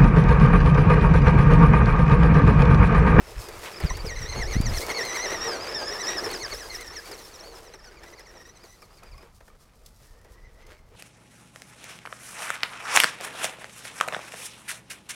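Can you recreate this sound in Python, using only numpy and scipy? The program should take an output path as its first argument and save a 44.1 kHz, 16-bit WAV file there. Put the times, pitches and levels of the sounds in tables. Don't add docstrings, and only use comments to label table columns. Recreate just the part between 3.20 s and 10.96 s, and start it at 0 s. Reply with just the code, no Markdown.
import sys
import numpy as np
from scipy import signal
from scipy.fft import rfft, irfft, next_fast_len
from scipy.io import wavfile
from scipy.ndimage import uniform_filter1d

SR = 44100
rng = np.random.default_rng(int(sys.argv[2]) if len(sys.argv) > 2 else 0)


def amplitude_ratio(level_db):
    exponent = np.asarray(level_db, float) / 20
    return 10 ** exponent


def generate_wav(signal):
    frames = np.transpose(np.atleast_2d(signal))
    scaled = np.clip(frames, -1, 1) * 32767
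    pcm = np.round(scaled).astype(np.int16)
    wavfile.write(sys.argv[1], SR, pcm)


N = 342171
T = np.arange(N) / SR

# mode_hz, width_hz, relative level_db
CHASSIS_MODES = [(168.06, 110, -11), (364.4, 71, 3.5), (460, 93, 6), (632, 255, 0), (990, 380, -3.5),
                 (1245, 150, -3.5), (1740, 1060, -6), (2400, 1000, -14)]
# frequency_hz, relative density_db (per Hz)
GRIT_SPECTRUM = [(600, -37), (1500, -22), (3100, -4.5), (5000, 1), (7000, -2), (10000, -3.5), (13000, -7),
                 (16000, -9.5)]
# mode_hz, relative level_db, t60_s of a single clack
LOOSE_PART_MODES = [(1157, 1.5, 0.052), (2200, -4.5, 0.04)]


def level(x, db):
    return x * amplitude_ratio(db) / np.sqrt(np.mean(x ** 2))


def curve(table):
    s, *columns = np.transpose(table)
    return [np.interp(T, s, c) for c in columns]


def response_db(table, hz):
    f, db = np.transpose(table)
    return np.interp(np.log(np.maximum(hz, 1)), np.log(f), db)


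def colour(x, table):
    size = next_fast_len(N)
    hz = np.arange(size // 2 + 1) * SR / size
    return irfft(rfft(x, size) * amplitude_ratio(response_db(table, hz)), size)[:N]


def ring(x, modes):
    out = 0
    for k, (hz, width_hz, db) in enumerate(modes):
        b, a = signal.iirpeak(hz, hz / width_hz, fs=SR)
        out = out + (-1) ** k * amplitude_ratio(db) * signal.lfilter(b, a, x)
    return out


def walk(rate):
    k = int(SR / rate)
    held = np.repeat(rng.standard_normal(N // k + 1), k)
    return 1.3 * uniform_filter1d(uniform_filter1d(held, k), k)[:N]


def grains(per_s, spread_db):
    chance = rng.random((3, N))
    hits = chance[0] < per_s / SR
    sign = np.sign(chance[1] - .5)
    return hits * sign * amplitude_ratio(-spread_db * np.log(chance[2] + 0.15))


def swell(s, length):
    return np.exp(-(2 * (T - s) / max(length, .01)) ** 2)


def wind():
    # time_s, level_db
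    steady_air = [(0, -40.5), (.58, -47), (.75, -30), (1.15, -30.5), (1.5, -30.5), (1.8, -48), (3, -46.5),
                  (3.5, -43), (3.85, -50), (6.5, -53.5), (6.8, -46), (7.76, -48.5)]
    # centre_s, level_db, length_s
    gust_swells = [(0.185, -28, 0.039), (0.647, -16.5, 0.027), (0.713, -27.5, 0.026), (1.233, -30.5, 0.17),
                   (1.53, -25, 0.1), (2.187, -47, 0.19), (3.32, -47, 0.087), (5.942, -42, 0.089)]
    # frequency_hz, relative density_db (per Hz)
    rumble_spectrum = [(12, -17), (24, 7), (42, 3.5), (75, -2.5), (130, -10.5), (220, -52.5)]
    # centre_s, peak_db before the high-pass, width_s (one sigma)
    eddies = [(1.357, -17, 0.0011), (1.367, -8, 0.00095), (1.383, -12, 0.0033), (1.404, -7.5, 0.00095),
              (0.847, -19.5, 0.0012), (0.876, -21, 0.0023)]
    strong_db = -32
    brighten = .45

    air = amplitude_ratio(curve(steady_air)[0])
    air = air + sum(amplitude_ratio(db) * swell(s, length) for s, db, length in gust_swells)
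    wind_db = 20 * np.log10(air)
    rumble = level(colour(rng.standard_normal(N), rumble_spectrum) * amplitude_ratio(1.5 * walk(22)), -5.0)
    flutter = level(ring(rng.standard_normal(N), [(108, 52, 0)]) * amplitude_ratio(9.3 * walk(30)), -12.5)
    flutter = signal.sosfilt(signal.butter(2, 260, fs=SR, output="sos"), flutter)
    gusts = amplitude_ratio(wind_db) * (rumble + amplitude_ratio(brighten * (wind_db - strong_db)) * flutter)
    push = sum(amplitude_ratio(db) * np.exp(-.5 * ((T - s) / width) ** 2) for s, db, width in eddies)
    b, a = signal.butter(1, 30, "high", fs=SR)
    return gusts + signal.lfilter(b, a, push)


def rolling():
    # time_s, rattle_db, grit_db
    drive = [(0, -47, -55), (.4, -44, -47.5), (.68, -40.5, -51), (.95, -43, -57.5), (1.3, -39.5, -56.5),
             (1.6, -39, -49.5), (1.85, -36.5, -48.5), (2.24, -31.5, -56), (2.46, -35, -72),
             (2.88, -41.5, -49.5), (3.1, -35.5, -49), (3.35, -42.5, -47.5), (3.6, -43, -52.5),
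             (3.95, -46.5, -52.5), (4.35, -50, -56), (4.6, -52.5, -62.5), (4.9, -51, -60.5),
             (5.3, -54.5, -67.5), (5.6, -59.5, -63.5), (6.04, -55, -67.5), (6.14, -66.5, -66.5),
             (6.75, -63.5, -64), (7.18, -61.5, -68.5), (7.54, -60, -72), (7.76, -71, -73)]
    # centre_s, rattle_db, grit_db, length_s
    jolts = [(0.452, -46, -63, 0.048), (0.87, -49, -50, 0.026), (1.18, -39, -71, 0.071),
             (1.337, -59, -53, 0.08), (1.589, -47, -42, 0.11), (1.706, -33.5, -48, 0.042),
             (2.852, -40.5, -75, 0.41), (3.336, -39.5, -53, 0.018), (6.419, -74, -61.5, 0.042),
             (7.511, -52, -92.5, 0.057), (7.75, -58.5, -93, 0.067)]

    rattle_db, grit_db = curve(drive)
    rattle_gain = amplitude_ratio(rattle_db) + sum(amplitude_ratio(db) * swell(s, length) for s, db, _, length in jolts)
    grit_gain = amplitude_ratio(grit_db) + sum(amplitude_ratio(db) * swell(s, length) for s, _, db, length in jolts)

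    modes = 0
    for mode in CHASSIS_MODES:
        stones = level(grains(per_s=180., spread_db=3.0), -3.5)
        scrub = level(rng.standard_normal(N), -4.5)
        modes = modes + ring((stones + scrub) * amplitude_ratio(3.15 * walk(30)), [mode])
    rattle = level(modes * amplitude_ratio(1.06 * walk(30.01)), 0)

    spray = level(grains(per_s=4400.0, spread_db=15.0), -0.87) + level(rng.standard_normal(N), -1.5)
    grit = level(colour(spray, GRIT_SPECTRUM) * amplitude_ratio(3.25 * walk(35)), 0.077)

    damped_modes = [(hz, 9 / t60, db) for hz, db, t60 in LOOSE_PART_MODES]
    chatter = level(ring(grains(per_s=45., spread_db=-8.5), damped_modes), -18.0)
    return rattle_gain * (rattle + chatter) + grit_gain * grit


def gears():
    # time_s, tooth_rate_hz, whine_db before load and lost contact
    mesh = [(0, 2615, -66), (0.08, 2610, -54.5), (0.165, 2470, -62), (0.19, 2637, -51), (0.42, 2080, -62),
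            (0.5, 2640, -66), (0.531, 2770, -49), (0.546, 2400, -45), (0.573, 2730, -43),
            (0.588, 2440, -48.5), (0.609, 2630, -51), (0.63, 2144, -46), (0.655, 2646, -47.5),
            (0.671, 2400, -45.5), (0.69, 2283, -51), (0.704, 1890, -35), (0.726, 1934, -43),
            (0.746, 2156, -43), (0.78, 2420, -47), (0.81, 2250, -46.5), (0.85, 2920, -52.5),
            (0.866, 2640, -45.5), (0.912, 1960, -41.5), (0.948, 1847, -43), (0.96, 2086, -38.5),
            (0.976, 1906, -40), (0.988, 2122, -36), (1.002, 1899, -49), (1.018, 2033, -36),
            (1.032, 1872, -43), (1.047, 1918, -43), (1.064, 1840, -35.5), (1.086, 2147, -43),
            (1.101, 2055, -39.5), (1.125, 2114, -39.5), (1.141, 1918, -38.5), (1.161, 2107, -41.5),
            (1.213, 2150, -39), (1.239, 1667, -35.5), (1.283, 2142, -39), (1.317, 2237, -42),
            (1.343, 1866, -34), (1.417, 2414, -45.5), (1.449, 2415, -39), (1.471, 1910, -33.5),
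            (1.501, 1670, -39), (1.535, 2140, -40), (1.57, 2088, -34), (1.584, 1720, -37.5),
            (1.596, 1720, -44), (1.612, 2040, -37), (1.65, 2210, -42.5), (1.68, 2200, -57.5),
            (1.7, 2200, -29.5), (1.714, 2150, -36), (1.726, 1852, -38.5), (1.744, 2200, -34.5),
            (1.782, 2210, -33), (1.798, 1856, -33), (1.82, 1804, -29.5), (1.85, 2160, -36.5),
            (1.92, 1933, -33.5), (1.956, 2146, -35.5), (1.974, 1864, -33), (2.039, 2120, -37.5),
            (2.071, 1790, -31.5), (2.127, 2050, -35.5), (2.193, 1762, -37), (2.251, 1942, -33),
            (2.377, 1407, -40.5), (2.426, 1666, -39.5), (2.46, 1530, -42), (2.49, 1736, -36.5),
            (2.534, 1679, -41.5), (2.56, 1806, -31.5), (2.632, 1552, -40), (2.674, 1800, -32.5),
            (2.7, 1690, -35), (2.72, 1905, -36), (2.772, 1706, -38), (2.814, 2024, -31.5),
            (2.842, 1706, -34.5), (2.893, 1874, -29.5), (2.955, 1928, -39.5), (2.991, 1676, -30),
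            (3.035, 2152, -44.5), (3.047, 1775, -32), (3.081, 1730, -40), (3.099, 2166, -41),
            (3.127, 2254, -41.5), (3.145, 1766, -33.5), (3.169, 1540, -43), (3.195, 2067, -40),
            (3.221, 2167, -37), (3.265, 1532, -38.5), (3.293, 2090, -53), (3.322, 2330, -37),
            (3.35, 1658, -43.5), (3.394, 2075, -41.5), (3.432, 1604, -45), (3.476, 1640, -45),
            (3.498, 2155, -42.5), (3.544, 1986, -42), (3.562, 1680, -41), (3.578, 1938, -43.5),
            (3.614, 2115, -45), (3.656, 1730, -44.5), (3.676, 1905, -42.5), (3.688, 1740, -45),
            (3.714, 1790, -43.5), (3.753, 2240, -43), (3.769, 1863, -41), (3.801, 1690, -45),
            (3.851, 2250, -48.5), (3.9, 2360, -51), (3.915, 2620, -48.5), (3.955, 1800, -47),
            (3.978, 2216, -52.5), (4.033, 1770, -50.5), (4.057, 1750, -44.5), (4.077, 2115, -51),
            (4.11, 2374, -59), (4.165, 1740, -45), (4.19, 2210, -57), (4.21, 1776, -44.5),
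            (4.258, 2324, -50), (4.296, 2300, -56.5), (4.348, 1950, -54.5), (4.362, 1650, -47),
            (4.45, 2080, -58.5), (4.482, 1783, -51.5), (4.496, 1555, -55), (4.52, 1860, -57),
            (4.538, 2070, -47), (4.555, 1827, -54), (4.575, 1794, -81), (4.592, 1835, -51),
            (4.605, 1580, -58), (4.644, 1876, -49), (4.662, 1515, -56), (4.69, 1470, -48),
            (4.705, 1458, -69), (4.716, 1595, -50), (4.731, 1670, -51), (4.743, 2200, -56),
            (4.77, 2410, -51), (4.8, 2047, -58.5), (4.822, 1950, -77), (4.834, 1680, -49),
            (4.862, 2010, -54), (4.888, 1970, -50), (4.908, 1584, -57), (4.924, 2010, -60),
            (4.942, 1986, -44), (4.96, 2376, -56.5), (4.976, 2330, -62), (5.008, 1697, -47.5),
            (5.03, 1890, -49), (5.055, 2430, -55), (5.072, 1950, -54.5), (5.112, 1763, -55),
            (5.132, 2065, -59.5), (5.166, 1960, -60), (5.18, 1777, -50), (5.196, 1910, -52),
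            (5.224, 1894, -57), (5.236, 1770, -62), (5.258, 1870, -43), (5.286, 2036, -61.5),
            (5.298, 1930, -48.5), (5.345, 2260, -70.5), (5.374, 1960, -51), (5.432, 2545, -56),
            (5.46, 1980, -59), (5.563, 1986, -60.5), (5.618, 2620, -55), (5.634, 2320, -61),
            (5.66, 2076, -64), (5.735, 2490, -60), (5.752, 2340, -64), (5.77, 2600, -63),
            (5.792, 2117, -57), (5.84, 2370, -67), (5.87, 2490, -55), (5.9, 2200, -72), (5.915, 2580, -60),
            (5.94, 2180, -58), (5.978, 2625, -57), (5.995, 2360, -59), (6.032, 2600, -55),
            (6.05, 2350, -74), (6.2, 2300, -101), (6.75, 2030, -77), (6.94, 1770, -66), (7.0, 1845, -64),
            (7.05, 1896, -67), (7.2, 1910, -66), (7.235, 2000, -60), (7.29, 1964, -55.5), (7.31, 1875, -79),
            (7.41, 2000, -57.5), (7.48, 2126, -60), (7.55, 2166, -66), (7.76, 2060, -83)]
    # time_s, relative level_db
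    facing = [(0, 11), (.8, 2.5), (2.2, 2.5), (2.5, -1.5), (3.2, -0.5), (3.8, 4), (4.2, -17), (4.8, 7),
              (5.4, -5), (6, 11), (6.8, 23), (7.76, 8)]
    # frequency_hz, relative gain_db
    gearbox = [(1300, -8), (1900, -4.5), (2200, -9), (2700, -14.5), (3400, -18.5), (4200, -7), (4700, -1.5),
               (5400, 2.5), (6200, -8), (7000, -19.5), (8000, -19.5), (9200, -34), (10700, -22.5),
               (12000, -38), (15000, -68)]
    pinion_teeth = 19
    load_lag_s, load_db = .00087, .28
    judder, ruts = .014, .00028
    turn_db, flicker_db = 3, 3
    stumble = .55
    slack, coast = .17, .003

    hz, whine_db = curve(mesh)
    hz = uniform_filter1d(hz, int(0.0015 * SR))

    log_hz = uniform_filter1d(np.log(hz), int(0.0022 * SR))
    drag = np.clip(-np.gradient(log_hz) * SR, -20, 9)
    drag = np.interp(T - load_lag_s, T, drag)
    faint = np.clip(-29.5 - whine_db, 4, 35)

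    hz = hz * (1 + judder * (walk(80) + walk(200)) + ruts * faint * walk(85))
    teeth = 2 * np.pi * np.cumsum(hz) / SR

    gains = [amplitude_ratio(response_db(gearbox, k * hz) + (curve(facing)[0] if k == 1 else 0)) for k in range(1, 8)]
    total = np.sqrt(sum(g ** 2 for g in gains))
    tones = 0
    for k, gain in enumerate(gains, 1):
        throb = amplitude_ratio(flicker_db * walk(90) + turn_db * np.sin(teeth / pinion_teeth + k))
        phase = k * teeth + np.sqrt(k) * stumble * walk(400)
        tones = tones + gain / total * throb * np.sqrt(2) * np.sin(phase)

    rasp = level(colour(rng.standard_normal(N), gearbox), -13)
    rasp = rasp * uniform_filter1d(amplitude_ratio(whine_db), int(.1 * SR))

    random_loss_db = slack * faint * np.maximum(walk(110), 0)
    spin_up_loss_db = np.clip(-coast * faint ** 2 * drag, 0, 10)
    return amplitude_ratio(whine_db + load_db * drag - random_loss_db - spin_up_loss_db) * tones + rasp


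def woods():
    # frequency_hz, relative density_db (per Hz)
    hush_spectrum = [(120, 2.5), (200, 2.5), (327, -10.5), (1300, -9), (1980, -30), (8980, -42),
                     (15500, -46)]
    return level(colour(rng.standard_normal(N), hush_spectrum) * amplitude_ratio(1.0 * walk(3.0)), -62.5)


def snaps():
    # start_s, crunch_db, knock_db (before each burst's rise and decay)
    snap_times = [(0.285, -37, -39.5), (0.6, -38, -30.5), (0.769, -35.5, -33.5), (1.411, -31.5, -30),
                  (1.6645, -32, -50), (1.8498, -33, -33), (2.057, -53, -30.5), (2.118, -51, -27.5),
                  (2.241, -38, -34), (3.0589, -48, -25), (3.1116, -32, -33), (3.608, -35, -43),
                  (3.913, -38, -40), (4.5376, -53, -40.5), (4.834, -46, -41.5), (4.9928, -47, -41.5),
                  (5.437, -52, -46.5), (5.6197, -51, -48.5), (5.832, -48.5, -49), (5.978, -54, -62),
                  (6.026, -58, -45.5), (6.204, -62, -47), (6.278, -55, -48), (6.66, -42, -76),
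                  (6.8, -63, -57), (7.012, -57, -62), (7.045, -57, -50.5), (7.465, -52, -58)]
    bright_s, dull_s, rise_s = .006, .014, .002

    bright, dull = np.zeros(N), np.zeros(N)
    for s, crunch_db, knock_db in snap_times:
        after = np.maximum(T - s, 0)
        rise = np.minimum(after / rise_s, 1)
        bright += amplitude_ratio(crunch_db) * np.exp(-after / bright_s) * rise
        dull += amplitude_ratio(knock_db) * np.exp(-after / dull_s) * rise
    crunch = level(colour(rng.standard_normal(N), GRIT_SPECTRUM), -0.054)
    knocks = grains(per_s=1400.0, spread_db=5.0)
    knock_gain = amplitude_ratio(-0.5) / np.std(ring(knocks, CHASSIS_MODES))
    return bright * crunch + ring(dull * knocks, CHASSIS_MODES) * knock_gain


def clacks():
    # start_s, strike_db (added to the level of each mode)
    strikes = [(0.707, -26.5), (5.6257, -44), (5.8314, -45), (5.9444, -48), (5.9807, -47), (6.302, -52)]
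    out = 0
    for (s, db), detune in zip(strikes, rng.standard_normal(len(strikes))):
        after = np.maximum(T - s, 0)
        for hz, mode_db, t60 in LOOSE_PART_MODES:
            tone = np.sin(2 * np.pi * hz * (1 + 0.066 * detune) * after)
            out = out + amplitude_ratio(db) * amplitude_ratio(mode_db - 60 * after / t60) * tone
    return out


def scene():
    return (wind() + rolling() + gears() + woods() + snaps() + clacks())[None]


def low_pass(x):
    return signal.sosfilt(signal.butter(12, 15710, fs=SR, output="sos"), x)


def record(dry):
    return low_pass(dry)


dry = scene()
out = record(dry)
generate_wav(out)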